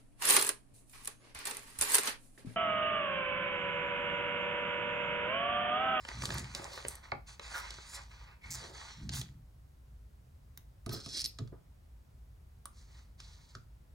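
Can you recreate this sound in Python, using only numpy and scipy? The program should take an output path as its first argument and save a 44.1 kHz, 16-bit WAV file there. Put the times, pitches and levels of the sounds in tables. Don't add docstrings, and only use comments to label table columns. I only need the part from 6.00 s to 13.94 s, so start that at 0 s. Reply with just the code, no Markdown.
import sys
import numpy as np
from scipy import signal
from scipy.fft import rfft, irfft, next_fast_len
from scipy.io import wavfile
from scipy.ndimage import map_coordinates

SR = 44100
rng = np.random.default_rng(int(sys.argv[2]) if len(sys.argv) > 2 else 0)


def to_wav(sig):
    pcm = np.clip(np.atleast_2d(sig), -1, 1) * 32767
    pcm = np.round(pcm).astype(np.int16)
    wavfile.write(sys.argv[1], SR, pcm.T)


N = 350135
TIME = np.arange(N) / SR


def from_db(db):
    return 10 ** (np.asarray(db) / 20)


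def rms_one(x):
    return x / np.sqrt(np.mean(x ** 2) + 1e-20)


def per_bin(points, size):
    hz, value = np.transpose(points)
    bins_hz = np.fft.rfftfreq(size, 1 / SR)
    return np.interp(np.log(bins_hz + 1), np.log(hz), value)


def colour(x, spectrum):
    size = 2 * next_fast_len(x.shape[-1] // 2 + 2048)
    low_end = (spectrum[0][0] / 4, spectrum[0][1] - 30)
    high_end = (spectrum[-1][0] * 4, spectrum[-1][1] - 40)
    gain = from_db(per_bin([low_end, *spectrum, high_end], size))
    cepstrum = irfft(np.log(gain))
    cepstrum[1:size // 2] *= 2
    cepstrum[size // 2 + 1:] = 0
    response = np.exp(rfft(cepstrum))
    return irfft(rfft(x, size) * response)[..., :x.shape[-1]]


def resonate(x, hz, width):
    hz = min(hz, 0.42 * SR)
    bandwidth_hz = min(hz * width, SR / 4)
    b, a = signal.iirpeak(hz, hz / bandwidth_hz, fs=SR)
    return signal.lfilter(b, a, x)


def drift(rate):
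    knots = rng.standard_normal(N // 20)
    return np.interp(TIME * rate, np.arange(len(knots)), knots)


def add(track, s, sound):
    start = max(round(s * SR), 0)
    track[start:start + len(sound)] += sound[:N - start]


def grains(per_s, spread_db, patchy_db):
    size_db = spread_db * np.minimum(rng.exponential(1, N), 4)
    sizes = from_db(size_db) * rng.choice([-1, 1], N)
    catches = rng.random(N) < per_s / SR
    return rms_one(sizes * catches * from_db(patchy_db * drift(110)))


def crack(decay_s, edge, rise_s=0.00032):
    t = TIME[:SR // 10]
    decay = np.exp(-t / max(decay_s, 1e-4))
    burst = rng.standard_normal(len(t)) * decay * np.minimum(t / rise_s, 1)
    burst[0] += edge
    return burst


def at_level(hit, db):
    return from_db(db) * hit / np.sqrt(np.sum(hit ** 2) / (0.004 * SR))


def click(db, hz, width, decay_s, edge, raw_db, skirt):
    burst = crack(decay_s, edge)
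    hit = rms_one(resonate(burst, hz, width)) + from_db(raw_db) * rms_one(burst)
    cutoff_hz = min(hz * (1 + width) * skirt, SR * 4 / 9)
    b, a = signal.butter(2, cutoff_hz, fs=SR)
    return at_level(signal.lfilter(b, a, hit), db)


def strokes(rows, attack_s, slope_db_per_s, release_db_per_s):
    power = np.zeros((len(rows[0]) - 2, N))
    for start_s, length_s, *levels_db in rows:
        t = np.maximum(TIME - start_s, 0)
        slope_db = slope_db_per_s * np.minimum(t, length_s)
        release_db = release_db_per_s * np.maximum(t - length_s, 0)
        shape = np.minimum(t / attack_s, 1) * from_db(np.maximum(slope_db - release_db, -120))
        power += np.outer(from_db(levels_db), shape) ** 2
    return np.sqrt(power)


def flex(x, share, rate):
    speed = np.exp(share * drift(rate))
    positions = np.cumsum(speed / speed.mean()) - 1
    return map_coordinates(x, [positions], order=3, mode="nearest")


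def close_modes(x, t60, share):
    t = TIME[:SR // 10]
    ring = rng.standard_normal(len(t)) * from_db(-60 * t / t60)
    return x + share * signal.fftconvolve(x, ring / np.linalg.norm(ring))[:N]


def stick_slip(runs, spectrum, decay_s, edge, uneven_db, count=12):
    out = np.zeros(N)
    for start_s, length_s, db, period_s in runs:
        gaps_s = period_s * rng.uniform(0.92, 1.08, count)
        for after_s in np.cumsum(gaps_s) - gaps_s[0]:
            jerk_db = db + uneven_db * rng.standard_normal()
            jerk = at_level(colour(crack(decay_s, edge), spectrum), jerk_db)
            if after_s < length_s:
                add(out, start_s + after_s, jerk)
    return out


def crinkles(count=10):
    low_hz, high_hz = 718, 6500
    cracks = grains(130, 4.9, 1.9)
    patch = rng.integers(0, count, N)
    rings = np.zeros(N)
    for k, hz in enumerate(np.geomspace(low_hz, high_hz, count)):
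        rings += resonate(cracks * (patch == k) + 1e-18, hz, 0.43)
    b, a = signal.butter(2, high_hz, fs=SR)
    return rms_one(signal.lfilter(b, a, rings))


# start_s, length_s, hiss_db and resonance_db (before the gains in the mix)
FINGER_RUBS = [(-0.03, 0.11, -63.5, -61.5), (0.06, 0.16, -54.5, -53), (0.19, 0.19, -51, -57.5),
               (0.305, 0.069, -49, -47.5), (0.42, 0.17, -59.5, -54.5), (0.535, 0.42, -57.5, -54),
               (1.02, 0.033, -62.5, -53.5), (1.26, 0.046, -57, -56.5), (1.405, 0.073, -53.5, -51.5),
               (1.49, 0.17, -54.5, -48.5), (1.64, 0.27, -55.5, -57), (1.92, 0.053, -51, -48.5),
               (2.09, 0.15, -64.5, -59), (2.25, 0.061, -91, -58.5), (2.425, 0.086, -61.5, -56),
               (2.53, .13, -52, -52), (2.725, 0.2, -53.5, -55), (2.95, 0.085, -62.5, -63.5),
               (3.11, 0.042, -46.5, -52)]
# start_s, length_s, level_db
SHEET_BENDS = [(0.05, 0.17, -60), (.215, 0.2, -57), (.55, 0.3, -60), (1.45, 0.64, -66), (3.12, 0.08, -51)]
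# frequency_hz, density_db (per Hz)
FRICTION_SPECTRUM = [(1500, -8), (2700, -6.5), (3500, -2.5), (4400, 1.5), (5400, -4), (6300, -1),
                     (7200, -6), (10200, -11), (12300, -31.5), (16000, -27)]
# frequency_hz, density_db (per Hz)
PAPER_SPECTRUM = [(400, -11), (650, -8), (950, 1), (1500, -4.5), (2200, 0), (2800, -9.5), (4000, -11.5)]
RUB_ATTACK_S, RUB_SLOPE_DB_PER_S, RUB_RELEASE_DB_PER_S = 0.024, -7, 202
SHEET_FLEX = 0.07
TREBLE_HZ, TREBLE_FOLLOWS, TREBLE_WANDER_DB = 7500, 0.34, 5


def sticker_sheet():
    hiss, body = strokes(FINGER_RUBS, RUB_ATTACK_S, RUB_SLOPE_DB_PER_S, RUB_RELEASE_DB_PER_S)
    rubbed = close_modes(grains(5000, 1.4, 1.6), t60=0.0302, share=0.67)
    friction = rms_one(flex(colour(rubbed, FRICTION_SPECTRUM), SHEET_FLEX, rate=14))
    high_pass = signal.butter(2, TREBLE_HZ, "high", fs=SR, output="sos")
    treble = signal.sosfiltfilt(high_pass, friction)
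    firmness = hiss / np.mean(hiss[hiss > np.median(hiss)]) / 2 + 1e-9
    reach = firmness ** TREBLE_FOLLOWS * from_db(TREBLE_WANDER_DB * drift(20))
    sheet_modes = close_modes(grains(3000, 2.9, 2.14), t60=0.034, share=0.38)
    ringing = rms_one(flex(colour(sheet_modes, PAPER_SPECTRUM), SHEET_FLEX, rate=9))
    bend = strokes(SHEET_BENDS, RUB_ATTACK_S, 0, RUB_RELEASE_DB_PER_S)[0]
    rubbing = from_db(0.63) * hiss * (friction + (reach - 1) * treble)
    return rubbing + from_db(-1.04) * body * ringing + bend * crinkles()


# frequency_hz, density_db (per Hz)
TONE_SPECTRUM = [(25, -19), (40, -18), (54, -2), (66, -7.5), (85, -13.5), (125, -16.5), (190, -28.5),
                 (330, -37.5), (1000, -44.5), (3000, -53.5), (16000, -57)]
# frequency_hz, side_minus_mid_db
TONE_SIDE = [(60, -27.5), (130, -12), (300, -3), (700, 2), (5000, -2), (15000, -20.5)]


def room_tone():
    mid, side = (rms_one(colour(white, TONE_SPECTRUM)) for white in rng.standard_normal((2, N)))
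    return from_db(-55) * (mid + colour(side, TONE_SIDE) * [[1], [-1]])


# start_s, level_db, resonance_hz, width (share of centre)
PAPER_SNAPS = [(0.0503, -42, 1620, 1.3), (0.087, -37.5, 1590, 1.85), (0.1154, -42.5, 1430, 0.52),
               (0.2209, -36.5, 2570, 1.4), (0.2361, -37, 980, 0.91), (0.2547, -32, 4440, 0.76),
               (0.304, -34, 1810, 1.3), (.3225, -42, 1400, 1.1), (.342, -47, 11200, 0.31),
               (0.353, -41.5, 1320, 0.75), (0.382, -38.5, 5000, 0.97), (.394, -43.5, 7500, 0.47),
               (.549, -34, 4440, 0.6), (.597, -43, 544, 0.59), (.640, -50, 1090, 0.64),
               (0.653, -42.5, 1090, 0.36), (0.776, -40.5, 1060, 1.4), (0.850, -37, 870, 2),
               (0.8837, -31.5, 8440, 0.26), (0.954, -46.5, 9500, 0.36), (1.3955, -41.5, 1470, 1.8),
               (1.518, -51, 1800, 0.83), (1.706, -41.5, 3780, 0.83), (1.741, -52, 5460, 0.34),
               (1.785, -48, 1010, 0.8), (1.9366, -54, 2000, 2), (3.0924, -38, 3840, 0.57),
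               (3.136, -41.5, 3400, 1), (3.2141, -38.5, 4080, 0.98), (7.5513, -46.5, 1390, 0.34)]
# pitch_hz, level_db, width (share of centre), decay_s
FLICK_RINGS = [(3860, -43, 0.22, 0.0011), (2220, -33.5, 0.14, 0.0011), (1224, -33.5, 0.38, 0.0013),
               (883, -31.5, 0.19, 0.0018), (500, -42, 1.5, 0.007)]
FLICK_S, FLICK_TRAVEL_S = 1.1135, 0.008
SNAP_BODY_HZ, SNAP_BODY_DB, SNAP_BODY_DB_PER_OCTAVE = 377, -11, -2.5


def snaps():
    out = np.zeros(N)
    for s, db, hz, width in PAPER_SNAPS:
        add(out, s, click(db, hz, width, decay_s=0.0026, edge=2.7, raw_db=-10, skirt=1.07))
        bump = resonate(resonate(crack(0.006, 0), SNAP_BODY_HZ, 1), SNAP_BODY_HZ, 1)
        body_db = SNAP_BODY_DB + SNAP_BODY_DB_PER_OCTAVE * np.log2(hz / 1000)
        add(out, s, at_level(bump, db + body_db))
    for hz, db, width, decay_s in FLICK_RINGS:
        arrival_s = FLICK_S + FLICK_TRAVEL_S * np.sqrt(1000 / hz)
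        add(out, arrival_s, click(db, hz, width, decay_s, edge=1.0, raw_db=-30, skirt=1))
    return out


# start_s, length_s, level_db (before 5 dB of gain)
PUFFS = [(0.12, 0.27, -48), (2.42, 0.091, -56), (2.96, 0.2, -47)]
# frequency_hz, density_db (per Hz)
PUFF_SPECTRUM = [(35, -32.5), (62, 1.5), (90, -4), (122, 3), (280, -15.5), (900, -72)]


def low_puffs():
    noise = rms_one(colour(rng.standard_normal(N), PUFF_SPECTRUM))
    swell = strokes(PUFFS, attack_s=0.1, slope_db_per_s=0, release_db_per_s=73)[0]
    return from_db(5.0) * noise * swell


# start_s, length_s, level_db, resonance_hz, width (share of centre)
SHORT_RASPS = [(0.212, 0.22, -54.5, 370, 0.47), (0.22, 0.018, -49, 6000, 0.57),
               (0.536, 0.27, -54.5, 616, 0.87), (0.545, 0.024, -51.5, 5070, 0.46),
               (0.717, 0.073, -50, 4200, 0.26), (0.86, 0.055, -55.5, 9400, 0.41),
               (1.529, 0.051, -39.5, 1460, 0.2), (1.552, 0.042, -49, 5450, 0.89),
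               (2.409, 0.098, -57.5, 2150, 0.047), (2.594, 0.16, -59, 426, 0.61),
               (3.136, 0.033, -45.5, 6450, 0.99), (3.168, 0.0089, -39, 5340, 0.78),
               (4.893, 0.1, -57, 1300, 0.2), (4.911, 0.015, -48, 13800, 0.25),
               (5.122, 0.093, -62, 2150, 0.23)]


def rasps():
    out = np.zeros(N)
    chatter = grains(2500, 2.7, 2.56)
    for s, length_s, db, hz, width in SHORT_RASPS:
        row = (s, length_s, db)
        stroke = strokes([row], attack_s=0.018, slope_db_per_s=-12, release_db_per_s=519)[0]
        out += stroke * rms_one(flex(resonate(chatter, hz, width), share=0.05, rate=40))
    return out


# start_s, level_db (gain of the thud), cutoff_hz
LOW_THUDS = [(0.848, -53.5, 787), (1.124, -44, 1110), (3.029, -38.5, 119), (4.865, -38.5, 600),
             (4.878, -36.5, 130), (4.893, -45, 1100), (4.929, -39, 1015), (4.958, -44, 900),
             (5.064, -47, 714), (5.246, -53, 394), (5.39, -41, 447), (5.408, -28, 102),
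             (5.523, -46.5, 1100), (7.554, -46.5, 157)]
# pitch_hz, level_db (before random variation), t60_s
DESK_MODES = [(114.1, -1, 0.25), (138.8, -6, 0.3), (217, -20, 0.068), (280.6, -6, 0.17), (363.5, -11, 0.2),
              (424, -10, 0.14), (681, -6.5, 0.072)]
# frequency_hz, density_db (per Hz)
THUD_SPECTRUM = [(90, 2.5), (350, 2.5), (750, -9), (1500, -8)]


def desk():
    out, t = np.zeros(N), TIME[:SR // 2]
    hz, mode_db, t60 = np.transpose(DESK_MODES)[:, :, None]
    for s, db, cutoff_hz in LOW_THUDS:
        varied_db = mode_db + 0.49 * rng.standard_normal(hz.shape)
        strength = from_db(varied_db) * rng.choice([-1, 1], hz.shape)
        modes = strength * from_db(-60 * t / t60) * np.sin(2 * np.pi * hz * t)
        thud = np.sum(modes, axis=0)
        add(thud, 0, from_db(10.0) * colour(crack(0.029, 0), THUD_SPECTRUM))
        b, a = signal.butter(2, cutoff_hz, fs=SR)
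        add(out, s, from_db(db) * signal.lfilter(b, a, thud))
    return out


# start_s, length_s, level_db (mean), period_s
PEEL_RUNS = [(2.5063, 0.052, -41, 0.006)]
# frequency_hz, density_db (per Hz)
GLUE_SPECTRUM = [(1000, -32), (2200, -5), (3500, -14.5), (5000, 0), (6100, 1.5), (7700, 3.5), (9300, -10.5),
                 (15500, -13)]


def peel():
    return stick_slip(PEEL_RUNS, GLUE_SPECTRUM, decay_s=0.0043, edge=7.3, uneven_db=2.5)


# start_s, tap_db, ring_db, ring_tilt_db_per_octave
TWEEZER_TICKS = [(4.5746, -53, -47, 41), (4.862, -47.5, -45.5, -1), (4.8927, -43, -49, -1),
                 (5.061, -42.5, -52, -2), (5.387, -43.5, -50, -7), (5.475, -61.5, -67, -4),
                 (6.6556, -55, -40.5, 0.5), (7.202, -47.5, -63, -3), (7.551, -47, -58, -14)]
# pitch_hz, level_db (relative, before the tilt), width (share of centre), decay_s
STEEL_MODES = [(1270, 2, 0.17, 0.0033), (4730, -21, 0.19, 0.0014), (9800, 3, 0.05, 0.0029),
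               (14200, -8.5, 0.17, 0.0023)]


def ticks():
    out = np.zeros(N)
    for s, tap_db, ring_db, tilt_db in TWEEZER_TICKS:
        tap = click(tap_db, hz=4700, width=0.68, decay_s=0.0035, edge=3.7, raw_db=-19.0, skirt=0.67)
        add(out, s, tap)
        ring = 0
        for hz, db, width, decay_s in STEEL_MODES:
            mode_db = db + tilt_db * np.log2(hz)
            ring = ring + click(mode_db, hz, width, decay_s, edge=0.92, raw_db=-3.0, skirt=1.0)
        add(out, s, at_level(ring, ring_db))
    return out


# start_s, length_s, level_db (at the start, before the gains of the scrape's parts)
TWEEZER_PULLS = [(4.89, 0.032, -55.5), (4.92, 0.016, -44.5), (4.995, 0.0081, -53.5), (5.03, 0.039, -55.5),
                 (5.078, 0.1, -49)]
# frequency_hz, density_db (per Hz)
SCRAPE_SPECTRUM = [(1500, -21), (2800, -6.5), (3600, -2.5), (4100, 3), (4450, 1), (5050, 1), (5900, -4),
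                   (7200, -7), (10000, -13.5), (12000, -30)]
# start_s, length_s, level_db (mean), period_s
SLIP_RUNS = [(5.1685, .012, -38.5, 0.0054), (5.187, .004, -44, .006), (5.1935, .024, -35, .0075),
             (5.2423, .021, -32, 0.0084)]
# frequency_hz, density_db (per Hz)
SLIP_SPECTRUM = [(700, -37.5), (2800, -9.5), (3600, -7.5), (4100, 2.5), (5200, 4), (7300, -13), (8700, -7),
                 (16000, -31)]
# start_s, level_db, pitch_hz
TIP_RELEASE = (5.261, -48, 12250)


def tweezers():
    pull = strokes(TWEEZER_PULLS, attack_s=0.0091, slope_db_per_s=75, release_db_per_s=293)[0]
    grit = grains(1600, 1.3, 2.2)
    steel_modes = close_modes(grit, t60=0.035, share=1)
    steel = flex(colour(steel_modes, SCRAPE_SPECTRUM), share=0.012, rate=25)
    thud = colour(grit, THUD_SPECTRUM)
    hum = rms_one(resonate(grit, hz=271, width=0.064))
    scrape = pull * (from_db(6.5) * steel + from_db(-6.0) * thud + from_db(-18.5) * hum)
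    slips = stick_slip(SLIP_RUNS, SLIP_SPECTRUM, decay_s=0.0032, edge=1.3, uneven_db=0.1)
    s, db, hz = TIP_RELEASE
    glint = click(db, hz, width=0.0017, decay_s=0.0084, edge=0.67, raw_db=-14, skirt=1.4)
    add(slips, s, glint)
    return scrape + slips + ticks()


# start_s, length_s, hiss_db (before 1.5 dB of gain), resonance_db, hiss_centre_hz
PALM_STROKES = [(6.712, 0.11, -68.5, -74, 6500), (6.851, 0.16, -71.5, -70.5, 4700),
                (7.178, 0.015, -53.5, -60, 3900), (7.25, 0.19, -69.5, -73.5, 4700),
                (7.47, 0.028, -67, -73, 5300)]


def palm():
    out = np.zeros(N)
    friction = colour(grains(9000, 1.5, 1.7), FRICTION_SPECTRUM)
    page = rms_one(colour(grains(6000, 3.1, 0.79), PAPER_SPECTRUM))
    for *stroke, hz in PALM_STROKES:
        hiss, body = strokes([stroke], attack_s=0.06, slope_db_per_s=1.5, release_db_per_s=160)
        brushed = rms_one(resonate(friction, hz, width=1.0))
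        out += from_db(1.5) * hiss * brushed + body * page
    return out * from_db(2 * drift(rate=22))


# frequency_hz, phase_rad
PORT_PHASE = [(340, 0), (860, 1.4), (1210, 1.1), (1890, -.8), (2900, -3.3), (4200, -6.1), (7300, -5.6),
              (10000, -6.7)]


def ports(x, right_db):
    size = 2 * next_fast_len(N // 2 + 1000)
    turn = np.exp(1j * per_bin(PORT_PHASE, size) * np.array([[1], [0]]))
    return irfft(rfft(x, size) * turn)[:, :N] * from_db([[-right_db / 2], [right_db / 2]])


# frequency_hz, gain_db
REFLECTION_SPECTRUM = [(100, -6), (500, 6.5), (1500, 4), (4500, -1), (16000, -3)]


def room(x, t60, wet_db, first_s):
    t = TIME[:SR // 2]
    decay = from_db(-60 * t / t60) * np.minimum(t / first_s, 1)
    tail = rng.standard_normal((2, len(t))) * decay
    tail = colour(tail / np.sqrt(np.sum(tail ** 2) / 2), REFLECTION_SPECTRUM)
    return from_db(wet_db) * signal.fftconvolve(x[None], tail, axes=1)[:, :N]


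def scene():
    near = sticker_sheet() + snaps() + rasps() + desk() + peel() + tweezers() + palm()
    direct = ports(near, right_db=2.0)
    reflected = room(near, t60=0.25, wet_db=-8.5, first_s=0.00097)
    return direct + reflected + low_puffs() + room_tone()


def record(dry):
    low_pass = signal.ellip(10, 0.2, 70, 16300, fs=SR, output="sos")
    return signal.sosfilt(low_pass, dry)


dry = scene()
out = record(dry)
to_wav(out)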